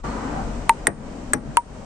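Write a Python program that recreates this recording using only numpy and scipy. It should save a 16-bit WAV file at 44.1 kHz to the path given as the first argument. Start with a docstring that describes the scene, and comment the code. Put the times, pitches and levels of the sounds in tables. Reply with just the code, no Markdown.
"""Table tennis outdoors

A ball is served and returned close by: paddle, table, table, paddle. Its thin shell pings near
8.6 kHz at every hit, the wooden paddle rings with one clear note, and the table knocks and rumbles.
Light wind and far traffic lie behind; an automatic volume control turns all down after loud hits."""
import sys
import numpy as np
from scipy import signal
from scipy.fft import rfft, irfft
from scipy.io import wavfile
from scipy.ndimage import uniform_filter1d, minimum_filter1d

SR = 44100
rng = np.random.default_rng(int(sys.argv[2]) if len(sys.argv) > 2 else 0)


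def wav_record(signal):
    """Record a signal, one row per channel, as 16-bit PCM in the file named by sys.argv[1]."""
    frames = np.transpose(np.atleast_2d(signal))
    bounded = np.clip(frames, -1, 1)
    # unit amplitude maps onto the largest positive 16-bit level
    quanta = np.round(bounded * 32767).astype(np.int16)
    wavfile.write(sys.argv[1], SR, quanta)


N = 81585
T = np.arange(N) / SR


def from_db(db):
    """Turn decibels into a number to multiply by."""
    return 10 ** (np.asarray(db) / 20)


def at_hz(points, hz, column=1):
    """Look up a table's value at a pitch, gliding between its rows."""
    rows = np.array(points)
    return np.interp(np.log(hz), np.log(rows[:, 0]), rows[:, column])


def fade(points):
    """A volume curve through rows of t/s, level/dB."""
    return from_db(np.interp(T, *np.transpose(points)))


def pan(db):
    """Make the left side louder than the right by db (negative: the right is louder)."""
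    return from_db(np.array([[db], [-db]]) / 2)


def since(start, lag_ms=0):
    """Seconds since a hit, for each ear; the left hears it lag_ms later."""
    return np.maximum(T - start - np.array([[lag_ms / 1000], [0]]), 0)


def rise(t, seconds):
    """A quick fade-in from 0 to 1."""
    return 1 - np.exp(-t / seconds)


def ring(t, tones, hz=1, ring_share=1):
    """A struck object's fading tones. A ring time, here and in the tables, is the time to drop 60 dB."""
    return sum(from_db(db - 60 * t / (ring_s * ring_share)) * np.sin(2 * np.pi * hz * ratio * t)
               for ratio, db, ring_s in tones)


def drift(per_second):
    """A slow random wobble, about 1 in size."""
    steps = max(int(per_second * N / SR), 2)
    return np.interp(T, np.linspace(0, T[-1], steps), rng.standard_normal(steps))


def narrow_noise(hz, width_hz):
    """Noise around one pitch, different in each ear."""
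    edges = [hz - width_hz / 2, hz + width_hz / 2]
    bandpass = signal.butter(2, edges, "band", fs=SR, output="sos")
    band = signal.sosfilt(bandpass, rng.standard_normal((2, N)))
    return band / band.std()


# how alike noise is in the two ears: f/Hz, likeness (1 = the same)
EAR_LIKENESS = [(50, 0.92), (250, 0.92), (1000, 0.26), (3000, 0.05), (9000, 0.071)]


def noise_bands(colour):
    """Stereo noise in slices, low to high. The colour sets their balance, not the overall volume."""
    edges = 20 * 2 ** (np.arange(30) / 3)
    centres = np.sqrt(edges[1:] * edges[:-1])
    gains = from_db(at_hz(colour, centres))
    gains = gains / np.sqrt(np.sum(gains ** 2 * np.diff(edges)) * 2 / SR)
    white = rfft(rng.standard_normal((2, N)))
    f = np.arange(white.shape[1]) * SR / N
    for low, high, hz, gain in zip(edges, edges[1:], centres, gains):
        mid, side = irfft(white * ((f >= low) & (f < high)), N)
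        alike = at_hz(EAR_LIKENESS, hz)
        shared = np.sqrt((1 + alike) / 2) * mid
        opposite = np.sqrt((1 - alike) / 2) * side * [[1], [-1]]
        yield hz, gain * (shared + opposite)


def dying_noise(colour, hits, delay_s):
    """Each hit (t/s, level/dB) starts a fading noise; it builds in delay_s at 500 Hz, slower below."""
    out = 0
    for hz, band in noise_bands(colour):
        travel_s = delay_s * np.sqrt(500 / hz)
        ring_s = at_hz(colour, hz, column=2)
        for start, db in hits:
            t = np.maximum(T - start, 0)
            arrival = 1 - np.exp(-(t / travel_s) ** 2)
            out = out + band * arrival * from_db(db - 60 * t / ring_s)
    return out


# which side the background leans to: f/Hz, pan/dB
AIR_PAN = [(50, 4), (250, 4.5), (1000, 2), (8000, -2)]


def air(level, colour):
    """Outdoor noise that follows a volume curve, its low notes a little to the left."""
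    noise = sum(band * pan(at_hz(AIR_PAN, hz)) for hz, band in noise_bands(colour))
    return noise * fade(level)


# the wind's rumble over time: t/s, level/dB
RUMBLE_LEVEL = [(0, -38), (.04, -42), (.3, -43), (.39, -43), (.435, -30), (.66, -33), (.76, -42.5),
                (1.2, -42), (1.5, -50), (1.85, -39)]
# its balance of low and high: f/Hz, level/dB
RUMBLE_COLOUR = [(20, 12.5), (36, 5), (47, 9.5), (62, -4.5), (100, -7), (200, -34), (500, -39), (3000, -87)]


def wind_rumble():
    """Deep wind that comes in uneven gusts."""
    return air(RUMBLE_LEVEL, RUMBLE_COLOUR) * from_db(2 * drift(per_second=11))


# the air's hiss over time: t/s, level/dB
HISS_LEVEL = [(0, -57), (.03, -65), (.042, -46.5), (.3, -47.5), (.68, -49), (.85, -54), (.95, -56),
              (1.17, -52), (1.32, -52), (1.39, -58), (1.48, -56), (1.56, -53), (1.64, -53.5), (1.85, -53.5)]
# its balance of low and high: f/Hz, level/dB
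HISS_COLOUR = [(1000, -25), (2500, 7), (4000, -3.5), (8300, 1.5), (10000, -8.5), (13000, -1.5),
               (16000, -47)]


def air_hiss():
    """The thin, high hiss of open air."""
    return air(HISS_LEVEL, HISS_COLOUR)


# the breeze over time: t/s, level/dB
BREEZE_LEVEL = [(0, -50), (.03, -66), (.042, -34), (.24, -33.5), (.39, -34.5), (.48, -45.5), (.68, -47),
                (.9, -61), (1.85, -57)]
# its balance of low and high: f/Hz, level/dB
BREEZE_COLOUR = [(150, 1), (400, -4.5), (900, 3.5), (1400, -0.5), (2200, -12), (3500, -23.5), (8000, -36),
                 (11000, -71)]


def breeze():
    """Light wind rushes softly, then dies down."""
    return air(BREEZE_LEVEL, BREEZE_COLOUR)


# far traffic over time: t/s, level/dB
TRAFFIC_LEVEL = [(0, -48.5), (.03, -58), (.045, -32.5), (.2, -34), (.5, -33.5), (.7, -36), (1.2, -38),
                 (1.85, -40)]
# its balance of low and high: f/Hz, level/dB
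TRAFFIC_COLOUR = [(60, -4.5), (105, -11), (145, -3.5), (180, -3), (245, -2), (340, -11), (500, -5.5),
                  (900, -13), (1800, -21.5), (3500, -34), (8300, -37), (16000, -102)]


def far_traffic():
    """Distant traffic blurs into a dull murmur."""
    return air(TRAFFIC_LEVEL, TRAFFIC_COLOUR)


# the hum's tones: multiple of the lowest pitch, level/dB
HUM_TONES = [(1, -38), (2, -45.5), (3, -45.5), (5, -44)]
# the whole hum over time: t/s, level/dB
HUM_LEVEL = [(0, -46), (.05, 1.5), (.6, 4), (.8, -9), (1.2, -1.5), (1.85, -4.5)]
HUM_HZ, HUM_WANDER_HZ, HUM_FLUTTER_DB = 47.8, 1.4, 1.5


def hum():
    """Low tones waver in pitch and strength, like a far engine idling."""
    phase = 2 * np.pi * np.cumsum(HUM_HZ + HUM_WANDER_HZ * drift(per_second=6.1)) / SR
    tones = 0
    for multiple, db in HUM_TONES:
        strength = from_db(db + HUM_FLUTTER_DB * drift(per_second=18))
        tones += strength * np.sin(multiple * phase + rng.uniform(0, 2 * np.pi))
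    return tones * fade(HUM_LEVEL) * pan(at_hz(AIR_PAN, HUM_HZ))


# the traffic's drone over time: t/s, level/dB
DRONE_LEVEL = [(0, -61), (.08, -35), (.25, -31), (.45, -37), (.6, -44.5), (.8, -52), (1.05, -41.5),
               (1.24, -37), (1.4, -39.5), (1.6, -46.5), (1.85, -56.5)]
DRONE_HZ = 245.5


def traffic_drone():
    """Far traffic drones around one low pitch, swelling and fading twice."""
    noise = narrow_noise(DRONE_HZ, width_hz=74)[0]
    return noise * fade(DRONE_LEVEL) * pan(at_hz(AIR_PAN, DRONE_HZ))


# background swishes and low swells: middle t/s, half length/s, f/Hz, width/Hz, level/dB
SWISHES = [(0.065, 0.027, 1148, 70, -37.5), (0.102, 0.063, 4310, 200, -55.5), (0.383, 0.042, 790, 92, -32),
           (0.392, 0.05, 1523, 82, -49), (0.464, .035, 144.3, 24, -36.5), (1.506, .08, 143, 31, -40)]


def swishes():
    """Faint patches of noise come and go, each around its own pitch."""
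    return sum(narrow_noise(hz, width_hz) * from_db(db) * np.exp(-((T - middle) / half_s) ** 4)
               for middle, half_s, hz, width_hz, db in SWISHES)


# paddle hits: t/s, level/dB, wood note f/Hz, ping level/dB, ping pan/dB, note pan/dB, ping lag/ms,
# wood lag/ms, pitch factor for the wood's higher tones, tick level/dB, tick pan/dB
STROKES = [(0.6939, 1, 912.4, 2.5, 4.5, 3, 0.033, -0.017, 0.997, -1, -13),
           (1.5702, 4.5, 947, 7, 7.5, 1.5, 0.176, 0.13, 1.094, -2.5, 11)]
# higher tones of the rubber-covered wood: ratio to its note, ring/s, level/dB on hit 1, on hit 2
WOOD_TONES = [(1.24, 0.0093, 1, -2.5), (1.5, 0.0027, -31, 2.5), (2.17, 0.007, 1, -5), (2.6, 0.0047, 4, 0.5),
              (2.9, 0.0081, -2.5, -3), (3.2, 0.0097, -12.5, -14.5), (4.25, 0.0054, -12.5, -9),
              (5.9, 0.0034, -20, -29)]
# tones of the ball's shell: ratio to its main pitch, level/dB, ring/s
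SHELL_TONES = [(0.9995, 3, 0.013), (0.88, -7, 0.0007), (0.976, -7.5, 0.017), (1.3, -36, 0.016)]
# the ball's flattened spot springing back: ratio to its main pitch, level/dB, ring/s
SHELL_DENT = [(0.861, -2.5, 0.0069)]
# sound thrown back by the player and the surroundings: f/Hz, level/dB, ring/s
SCATTER = [(200, 2, 0.02), (594, 4.5, 0.094), (1280, 16, 0.021), (2130, 0.5, 0.083), (3180, -19, 0.013),
           (5000, -19, 0.018), (8700, -5, 0.071), (11100, -8, 0.026), (13000, -44, .012)]
PING_HZ, RUBBER_RING_SHARE = 8660, 0.22
WOOD_NOTE_DB, WOOD_RING_S, WOOD_AFTER_S = 2, 0.065, 0.000318


def paddle():
    """The ball pings, cut short by the rubber; the wood cracks, then its note swells and rings."""
    out = dying_noise(SCATTER, [row[:2] for row in STROKES], delay_s=0.00033) * from_db(-18.5)
    for hit, stroke in enumerate(STROKES):
        start, db, hz, ping_db, ping_pan, note_pan, ping_lag, wood_lag, stretch, *_ = stroke
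        t = since(start + WOOD_AFTER_S, wood_lag)
        note = ring(t, [(1, WOOD_NOTE_DB, WOOD_RING_S)], hz) * rise(t, 0.0022)
        tones = [ring(t, [(ratio, levels[hit], ring_s)], hz * stretch)
                 for ratio, ring_s, *levels in WOOD_TONES]
        directions = (-1, -1, 1, -1, 1, -1, 1, -1)   # which way each tone swings first
        crack = sum(way * tone for way, tone in zip(directions, tones)) * rise(t, 0.00015)
        t = since(start, ping_lag)
        shell = ring(t, SHELL_TONES + SHELL_DENT, PING_HZ, RUBBER_RING_SHARE)
        ping = from_db(ping_db) * shell * rise(t, 0.00044)
        out += from_db(db) * (note * pan(note_pan) + crack * pan(db=-2.3) + ping * pan(ping_pan))
    return out


# the tick as the ball first touches: f/Hz, level/dB, ring/s
TICK_COLOUR = [(990, -4, 0.0041), (3040, 5.5, 0.0053), (4070, 3.5, 0.0078), (5400, -23, 0.007),
               (8050, -21, 0.0017), (11260, -1.5, 0.012), (13700, -11.5, 0.005), (16100, -18, .004)]
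TICK_DB = -14


def ticks():
    """Every hit, on paddle or table, opens with a dry tick of noise."""
    return sum(dying_noise(TICK_COLOUR, [(start, db + TICK_DB + tick_db)], delay_s=0.00096) * pan(side)
               for start, db, *_, tick_db, side in STROKES + BOUNCES)


def ping_echoes(echo_db=-45, ring_s=0.3, rubber_db=-3.5):
    """The ping returns from the surroundings as a soft shimmer, weaker after a hit on rubber."""
    hits = [(start, db + rubber_db) for start, db, *_ in STROKES] + [row[:2] for row in BOUNCES]
    level = sum((T > start) * from_db(db - 60 * since(start) / ring_s) for start, db in hits)
    return from_db(echo_db) * level * narrow_noise(PING_HZ, width_hz=320)


# bounces on the table: t/s, level/dB, knock f/Hz, ping f/Hz, ping pan/dB, tabletop level/dB, lag/ms,
# level/dB of the shell's lowest tone, tick level/dB, tick and knock pan/dB
BOUNCES = [(0.8696, 6.5, 1902, 8570, 1.5, 2, 0.036, -49, 3, -2.5),
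           (1.334, 1, 1676, 8390, 12, 3.5, .15, -33, 4, -1.5)]
# tones of the spot the ball lands on: ratio to the knock's pitch, level/dB, ring/s
KNOCK_TONES = [(0.989, 2.5, 0.013), (1.096, -10, 0.017), (0.815, -3, 0.0077), (1.813, -5.5, 0.0043),
               (2.9, -7.5, 0.0037)]
# tones of the whole tabletop: f/Hz, ring/s, level/dB on bounce 1, on bounce 2
TABLETOP_TONES = [(149.1, 0.53, -39, -36.5), (200, 0.21, -29.5, -30.5), (254.7, 0.27, -42, -27.5),
                  (339.7, 0.16, -29.5, -27), (383, 0.057, -52, -27), (526.5, 0.071, -25, -33),
                  (596, 0.064, -42, -39), (690, 0.15, -31, -53), (827, 0.17, -41.5, -31),
                  (970, 0.094, -41, -35), (1137, 0.26, -45, -47), (1303, 0.026, -53, -19.5),
                  (1640, 0.045, -25, -25), (1870, 0.12, -36, -49), (2055, 0.033, -26.5, -23)]
# its many weaker tones, blurred into noise: f/Hz, level/dB, ring/s
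TABLETOP_BLUR = [(150, -6, 0.43), (298, -3, 0.26), (716, 0, 0.12), (1280, -10.5, 0.17), (1960, -9, 0.13),
                 (3030, -19.5, 0.061), (5900, -8.5, 0.017), (8500, -14.5, 0.045), (11500, -26, 0.053),
                 (14000, -50, .012)]
TRAVEL_S = 0.00402   # time a 500 Hz ripple takes through the tabletop; higher ones are faster
PING_DB, PING_AFTER_S = -1, 0.000797
SHELL_LOW_HZ, SHELL_LOW_RING_S = 5836, 0.1   # the shell's lowest tone rings longest


def table_bounces():
    """The ball knocks on the table, its shell rings freely, and the tabletop rumbles."""
    hits = [(row[0], row[1] + row[5]) for row in BOUNCES]   # bounce level plus tabletop level
    out = from_db(-22) * dying_noise(TABLETOP_BLUR, hits, TRAVEL_S)
    for hit, bounce in enumerate(BOUNCES):
        start, db, knock_hz, ping_hz, ping_pan, top_db, lag, low_db, _, knock_pan = bounce
        t = since(start, lag)
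        knock = ring(t, KNOCK_TONES, knock_hz) * rise(t, 0.00061)
        dent = ring(t, SHELL_DENT, ping_hz) * rise(t, 0.00032)
        t = since(start + PING_AFTER_S, lag)
        ping = from_db(PING_DB) * ring(t, SHELL_TONES, ping_hz) * rise(t, 0.00032)
        low_ring = ring(t, [(SHELL_LOW_HZ, low_db, SHELL_LOW_RING_S)])
        tabletop = 0
        for hz, ring_s, *levels in TABLETOP_TONES:
            t = since(start + TRAVEL_S * np.sqrt(500 / hz), lag)
            tabletop += ring(t, [(hz, top_db + levels[hit], ring_s)])
        impact = (knock + dent) * pan(knock_pan)
        out += from_db(db) * (impact + ping * pan(ping_pan) + low_ring + tabletop * pan(db=10.5))
    return out


# ripples in the tabletop, direct or back from its edge:
# bounce t/s, travel time at 500 Hz/s, level/dB, strongest f/Hz, pan/dB
RIPPLES = [(0.8696, .016, -10, 630, 5), (1.334, 0.0062, -21.5, 595, 10), (1.3342, .028, -23, 306, 2)]


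def table_ripples(top_hz=2210, spread_octaves=0.89):
    """A bounce bends the tabletop. High ripples outrun low ones, so each knock falls fast in pitch."""
    out = 0
    for start, travel_s, db, strongest_hz, side in RIPPLES:
        first_arrival_s = travel_s * np.sqrt(500 / top_hz)
        hz = 500 * (travel_s / (first_arrival_s + since(start))) ** 2
        octaves_away = np.log2(hz / strongest_hz)
        strength = (T > start) * np.exp(-(octaves_away / spread_octaves) ** 2 / 2)
        phase = 2 * np.pi * np.cumsum(hz * (T > start), axis=1) / SR
        out += from_db(db) * pan(side) * strength * np.sin(phase)
    return out


def scene(edge_hz=9100, leak_db=-19):
    """Four hits over wind and far traffic, whose hiss drops steeply above edge_hz."""
    outdoors = wind_rumble() + air_hiss() + breeze() + far_traffic()
    treble_cut = signal.cheby1(12, 0.5, edge_hz, fs=SR, output="sos")
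    outdoors = signal.sosfilt(treble_cut, outdoors) + from_db(leak_db) * outdoors
    rally = ticks() + paddle() + table_bounces() + table_ripples() + ping_echoes()
    return rally + outdoors + swishes() + hum() + traffic_drone()


def volume_control(x, threshold_db=-2.5, hold_s=0.064, recover_db_per_s=53, ahead_s=0.001):
    """Loud peaks turn the volume down; it stays there a moment, then creeps back."""
    power = uniform_filter1d(np.max(x ** 2, axis=0), size=88)
    excess_db = np.maximum(10 * np.log10(np.maximum(power, 1e-12)) - threshold_db, 0)
    half_hold = int(hold_s * SR) // 2
    held_db = -minimum_filter1d(-excess_db, 2 * half_hold + 1, origin=half_hold)
    cut_db = np.maximum.accumulate(held_db + recover_db_per_s * T) - recover_db_per_s * T
    smooth_db = uniform_filter1d(cut_db, size=44)
    return x * from_db(-np.interp(T + ahead_s, T, smooth_db))


def limiter(x):
    """A very quick dip in volume keeps the sharpest peaks from going past 1."""
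    gain = np.minimum(1, 1 / (np.max(abs(x), axis=0) + 1e-9))
    return x * uniform_filter1d(minimum_filter1d(gain, size=41), size=41)


def record(dry):
    """Turn down loud hits, tame their peaks and remove the very highest treble."""
    levelled = limiter(volume_control(dry))
    treble_cut = signal.firwin(129, cutoff=16100, fs=SR)
    return signal.fftconvolve(levelled, treble_cut[None], mode="same", axes=1)


dry = scene()
out = record(dry)
wav_record(out)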